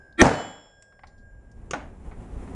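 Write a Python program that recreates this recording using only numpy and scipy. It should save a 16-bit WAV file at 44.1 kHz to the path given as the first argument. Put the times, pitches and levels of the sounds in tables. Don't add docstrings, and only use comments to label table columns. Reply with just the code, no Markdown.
import sys
import numpy as np
from scipy import signal
from scipy.fft import rfft, irfft
from scipy.io import wavfile

SR = 44100
rng = np.random.default_rng(int(sys.argv[2]) if len(sys.argv) > 2 else 0)


def digitize_waveform(pressure):
    field = np.atleast_2d(pressure).T
    bounded = np.clip(field, -1, 1)
    quanta = np.round(bounded * 32767).astype(np.int16)
    wavfile.write(sys.argv[1], SR, quanta)


N = 112454
T = np.arange(N) / SR
HZ = np.fft.rfftfreq(N, 1 / SR)

# frequency in Hz, density in dB per Hz.
VENT_SPECTRUM = [(15, -26.5), (25, 3.5), (82, 0.5), (293, -13.5), (595, -3), (1450, -31), (1600, -5.5),
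                 (1770, -27.5), (4890, -51), (5270, -33.5), (10700, -51.5), (13900, -83.5), (22000, -120)]
VENT_DB = -62
# frequency in Hz, density in dB per Hz.
AIR_SPECTRUM = [(12, -28), (20, 1.5), (59, 2), (136, -10.5), (231, -10.5), (325, -19), (380, -16),
                (644, -28), (715, -23), (1660, -39.5), (1890, -37.5), (4630, -55), (7430, -50),
                (10700, -52), (13900, -86), (22000, -120)]
# time in seconds, rumble level in dB, rush level in dB.
MOTION_LEVELS = [(0, -57, -59.5), (.8, -67.5, -78), (1.1, -52, -70.5), (1.4, -49, -62), (1.6, -46, -56),
                 (1.9, -42, -50.5), (2.0, -43.5, -52), (2.069, -40.5, -48), (2.301, -39.5, -47.5),
                 (2.451, -38, -41.5), (2.55, -37, -42.5)]
RUMBLE_EDGE_HZ = 200

# start in seconds, level in dB, centre frequency in Hz, decay constant in seconds.
METAL_CLICKS = [(.126, -61.5, 4300, 0.004), (1.070, -57.5, 4600, .012), (1.180, -69.5, 4650, 0.019),
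                (1.515, -63, 6000, .008)]
CLICK_WIDTH_OCTAVES = 0.33
# frequency in Hz, density in dB per Hz.
CATCH_SPECTRUM = [(400, -25), (1500, -6), (2400, -11.5), (4500, -16.5), (5600, -3), (6500, -15),
                  (7600, 2.5), (8800, -21), (12000, -21)]
CATCH_S, CATCH_DB, CATCH_DECAY_S = .8235, -47.5, 0.0046
# start in seconds, level in dB, decay constant in seconds.
GEAR_KNOCKS = [(.924, -57.5, .008), (.9925, -43, 0.0032), (1.0352, -39, 0.0025), (1.039, -43, .006),
               (2.113, -48.5, 0.02), (2.476, -46.5, 0.011)]
# frequency in Hz, density in dB per Hz.
KNOCK_SPECTRUM = [(200, -18), (480, -15), (800, 4), (1300, -1), (2200, -5.5), (2900, -20), (4500, -24),
                  (7000, -47), (11000, -48)]
# frequency in Hz, density in dB per Hz.
SNICK_SPECTRUM = [(120, -25), (200, -8.5), (396, 9), (838, -22), (1170, 6.5), (1580, -3), (2390, -5.5),
                  (3570, -4), (4010, -20.5), (6400, 0.5), (10700, -30), (13900, -59), (22000, -120)]
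SNICK_S, SNICK_DB, SNICK_DECAY_S = 1.7092, -23, .0045
# frequency in Hz, density in dB per Hz.
CLACK_SPECTRUM = [(60, -28), (150, -5.5), (300, -15), (600, 1), (1000, -4.5), (1500, 3), (2100, -17),
                  (3000, -12.5), (4800, -30), (6000, -20), (8000, -39), (10700, -36), (13000, -60)]
CLACK_S, CLACK_DB, CLACK_DECAY_S = 1.7335, -20, 0.0075
# frequency in Hz, density in dB per Hz.
CLACK_TAIL_SPECTRUM = [(100, -16), (270, 7.5), (420, -7), (600, 2.5), (800, 3.5), (1100, -8), (1500, -5),
                       (2500, -14), (4600, -28.5), (6500, -33), (8500, -33.5), (10500, -53), (13000, -65)]
CLACK_TAIL_DB, CLACK_TAIL_RISE_S = -29, 0.0049
SMALL_ROOM_DB, HANDLING_T60_SHARE = -12, .6

# frequency in Hz, peak level in dB, time of the peak in seconds, t60 in seconds.
PLATE_MODES = [(3009, -45, .40, 0.53), (3338, -51, .47, 0.86), (4260, -54, .38, 0.33),
               (5200, -56.5, .42, 0.42), (5320, -66, .62, 1.55), (7240, -60, .42, 1.26),
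               (7310, -50, .42, 0.89), (8720, -86.5, 1, 3.3), (9800, -69.5, 0.32, 0.84),
               (10780, -63.5, .36, 0.48)]
PLATE_S, LONG_RING_RISE_S = 0.22, 0.073
# frequency in Hz, level at time zero in dB, t60 in seconds.
OLD_PLATE_MODES = [(1577, -56, 1.8), (1642, -57, 1.8), (5179, -78, 1.2), (7138, -82, 1.3)]
OLD_PLATE_END_S, OLD_PLATE_FADE_S = .3, .1
# time in seconds, level in dB.
LOW_RING_LEVELS = [(.25, -48), (.6, -61.5), (.68, -71), (.75, -62), (.88, -60), (1.0, -61.5), (1.07, -68),
                   (1.15, -65), (1.26, -57.5), (1.34, -62), (1.43, -73), (1.52, -65), (1.7, -78.5),
                   (2.5, -87)]
LOW_RING_HZ, HIGH_RING_HZ, HIGH_RING_DB = 1618.6, 7195, -83

SHOT_S, CRACK_S = .2152, .2164
# frequency in Hz, density in dB per Hz.
SWELL_SPECTRUM = [(60, -22.5), (150, -8), (300, -1), (600, -12), (1000, -22.5), (1900, -8.5), (2500, -14),
                  (2800, -27), (3400, -15.5), (4200, -23.5), (4800, -36), (7200, -34.5), (8400, -26.5),
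                  (10000, -38.5), (11000, -51.5)]
# frequency in Hz, level in dB.
SWELL_RESONANCES = [(334, -12), (1170, -25.5), (1355, -20.5), (1820, -13), (1915, -22), (2300, -22.5),
                    (2400, -23), (3240, -27.5), (3800, -31.5)]
SWELL_S, SWELL_DB, SWELL_POWER = 0.044, -13, 2.5
# start in seconds, level in dB (near the peak), pulse length in seconds.
BLAST_PULSES = [(.2155, -6, 0.00024), (0.2214, -3, .0018), (0.2233, -1.5, 0.00068), (0.2506, -5, 0.00082),
                (.2950, -12.5, .0004)]
# frequency in Hz, density in dB per Hz.
BODY_SPECTRUM = [(18, -37.5), (30, -1), (220, 2.5), (496, -7), (791, -5.5), (1920, -28.5), (3210, -25),
                 (3730, -29), (5260, -35.5), (5800, -23.5), (10700, -37), (13900, -70), (22000, -120)]
BODY_DB, BODY_HOLD_S, BODY_FALL_S = -10, .010, 0.0029
# frequency in Hz, density in dB per Hz.
HALL_SPECTRUM = [(24, -45.5), (40, -10.5), (152, -2.5), (183, -4.5), (292, 0), (387, -14), (445, -2.5),
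                 (799, -4), (898, -5.5), (1030, -12.5), (1650, -13), (2700, -24.5), (2960, -28.5),
                 (7040, -30.5), (10700, -44), (13900, -81.5), (22000, -120)]
HALL_DB, HALL_HOLD_S, HALL_RISE_S = -16.5, 0.036, .008
# frequency in Hz, t60 in seconds.
HALL_DECAY = [(60, .5), (200, .52), (600, 0.59), (1500, 0.61), (3500, .6), (7000, 0.49), (11000, .42)]

# frequency in Hz, side gain relative to mid in dB.
SIDE_GAIN = [(100, -45.5), (1000, -38.5), (4000, -30.5), (8000, -25), (10500, -20), (12000, -25)]
CEILING, CUTOFF_HZ = .92, 11100


def amp(db):
    return 10 ** (np.asarray(db) / 20)


def unit(x):
    return x / np.sqrt(np.mean(x ** 2) + 1e-20)


def read(points, hz):
    f, value = np.transpose(points)
    return np.interp(np.log(hz + 1), np.log(f + 1), value)


def noise(gain):
    phase = np.exp(2j * np.pi * rng.random(len(HZ)))
    return unit(irfft(gain * phase, N))


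def coloured(points):
    return noise(amp(read(points, HZ)))


def lumps(db, rate_hz):
    return amp(db * noise(1 / (1 + (HZ / rate_hz) ** 4)))


def tone(hz, waver=.2, waver_hz=7):
    slow = 1 / (1 + (HZ / waver_hz) ** 4)
    path = 1 + waver * (noise(slow) + 1j * noise(slow))
    carrier = np.exp(2j * np.pi * (hz * T + rng.random()))
    return unit((path * carrier).real)


def strike(start_s, decay_s, rise_s=.0003):
    age_s = np.maximum(T - start_s, 0)
    return np.minimum(age_s / rise_s, 1) * np.exp(-age_s / decay_s)


def die_away(x, start_s, t60_share=1):
    hz, t, z = signal.stft(x, SR, nperseg=512, noverlap=384)
    t60_s = t60_share * read(HALL_DECAY, hz)[:, None]
    z = z * amp(-60 * np.maximum(t - start_s, 0) / t60_s)
    return signal.istft(z, SR, nperseg=512, noverlap=384)[1][:N]


def room(x):
    tail = die_away(rng.standard_normal(N), 0, HANDLING_T60_SHARE)
    tail = tail * np.minimum(T / 0.0096, 1)
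    return signal.fftconvolve(x, tail / np.linalg.norm(tail))[:N]


def air():
    s, rumble_db, rush_db = np.transpose(MOTION_LEVELS)
    colour = amp(read(AIR_SPECTRUM, HZ))
    low = 1 / (1 + (HZ / RUMBLE_EDGE_HZ) ** 4)
    rumble = amp(np.interp(T, s, rumble_db)) * noise(colour * np.sqrt(low) * (HZ > 12))
    rush = amp(np.interp(T, s, rush_db)) * noise(colour * np.sqrt(1 - low))
    moving = rumble * lumps(db=2, rate_hz=12) + rush * lumps(db=1.22, rate_hz=12)
    return moving + amp(VENT_DB) * coloured(VENT_SPECTRUM)


def handling():
    out = amp(SNICK_DB) * strike(SNICK_S, SNICK_DECAY_S, rise_s=0.000732) * coloured(SNICK_SPECTRUM)
    out = out + amp(CATCH_DB) * strike(CATCH_S, CATCH_DECAY_S) * coloured(CATCH_SPECTRUM)
    for start_s, db, hz, decay_s in METAL_CLICKS:
        octaves = np.log2((HZ + 1) / hz)
        band = 1 / (1 + (octaves / CLICK_WIDTH_OCTAVES) ** 2)
        out = out + amp(db) * strike(start_s, decay_s) * noise(band)
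    for start_s, db, decay_s in GEAR_KNOCKS:
        out = out + amp(db) * strike(start_s, decay_s) * coloured(KNOCK_SPECTRUM)
    return out


def slide_clack():
    clack = strike(CLACK_S, CLACK_DECAY_S, rise_s=0.0008) * coloured(CLACK_SPECTRUM)
    tail = die_away(coloured(CLACK_TAIL_SPECTRUM), CLACK_S, HANDLING_T60_SHARE)
    tail = tail * np.clip((T - CLACK_S) / CLACK_TAIL_RISE_S, 0, 1)
    return amp(CLACK_DB) * clack + amp(CLACK_TAIL_DB) * tail


def reload():
    small = handling()
    clack = slide_clack()
    return small + amp(SMALL_ROOM_DB) * room(small) + clack


def plates():
    new = np.zeros(N)
    for hz, db, peak_s, t60_s in PLATE_MODES:
        growth = np.clip((T - PLATE_S) / (peak_s - PLATE_S), 0, 1)
        fall = amp(db - 60 * np.maximum(T - peak_s, 0) / t60_s)
        new = new + growth * fall * tone(hz, waver=0.12)
    low_ring = amp(np.interp(T, *np.transpose(LOW_RING_LEVELS))) * tone(LOW_RING_HZ, waver=0.056)
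    high_ring = amp(HIGH_RING_DB) * tone(HIGH_RING_HZ, waver=0.28)
    long_rise = np.clip((T - PLATE_S) / LONG_RING_RISE_S, 0, 1)
    old = sum(amp(db - 60 * T / t60_s) * tone(hz, waver=0.092) for hz, db, t60_s in OLD_PLATE_MODES)
    old_fade = np.clip((OLD_PLATE_END_S - T) / OLD_PLATE_FADE_S, 0, 1)
    return new + long_rise * (low_ring + high_ring) + old * old_fade


def hall_roll():
    tail = die_away(coloured(HALL_SPECTRUM), SHOT_S + HALL_HOLD_S)
    rise = np.clip((T - SHOT_S) / HALL_RISE_S, 0, 1)
    return amp(HALL_DB) * tail * rise


def gas_burst():
    fall = np.exp(-np.maximum(T - CRACK_S - BODY_HOLD_S, 0) / BODY_FALL_S)
    return amp(BODY_DB) * (T > CRACK_S) * fall * coloured(BODY_SPECTRUM)


def blasts():
    out = np.zeros(N)
    for start_s, db, length_s in BLAST_PULSES:
        u = np.maximum(T - start_s, 0) / length_s
        pulse = np.minimum(u / .25, 1) * (1 - u) * np.exp(-u)
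        out = out + amp(db) * pulse * 1.6
    return out


def crack(start_s, hz, db, length_s):
    age_s = np.maximum(T - start_s, 0)
    return amp(db) * np.sin(2 * np.pi * hz * age_s) * np.exp(-(age_s / length_s) ** 2)


def swell():
    ring = sum(amp(db) * tone(hz, waver=0.19) for hz, db in SWELL_RESONANCES)
    rise = np.clip(1 + (T - SHOT_S) / SWELL_S, 0, 1) ** SWELL_POWER
    stop = np.exp(-np.maximum(T - SHOT_S, 0) / .002)
    return rise * stop * (amp(SWELL_DB) * coloured(SWELL_SPECTRUM) + ring)


def shot():
    front = swell() + blasts()
    front = front + crack(SHOT_S, hz=1850, db=-2, length_s=.0014)
    front = front + crack(CRACK_S, hz=6050, db=-3.5, length_s=.0011)
    roll = hall_roll()
    return front + gas_burst() + roll * lumps(db=1.5, rate_hz=110)


def scene():
    mid = shot() + plates() + reload() + air()
    side = irfft(1j * rfft(mid) * amp(read(SIDE_GAIN, HZ)), N)
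    return np.array([mid + side, mid - side])


def record(dry):
    clipped = dry / (1 + (dry / CEILING) ** 4) ** (1 / 4)
    lowpass = signal.firwin(101, CUTOFF_HZ, window=("kaiser", 7), fs=SR)
    return signal.oaconvolve(clipped, lowpass[None], "same")


dry = scene()
out = record(dry)
digitize_waveform(out)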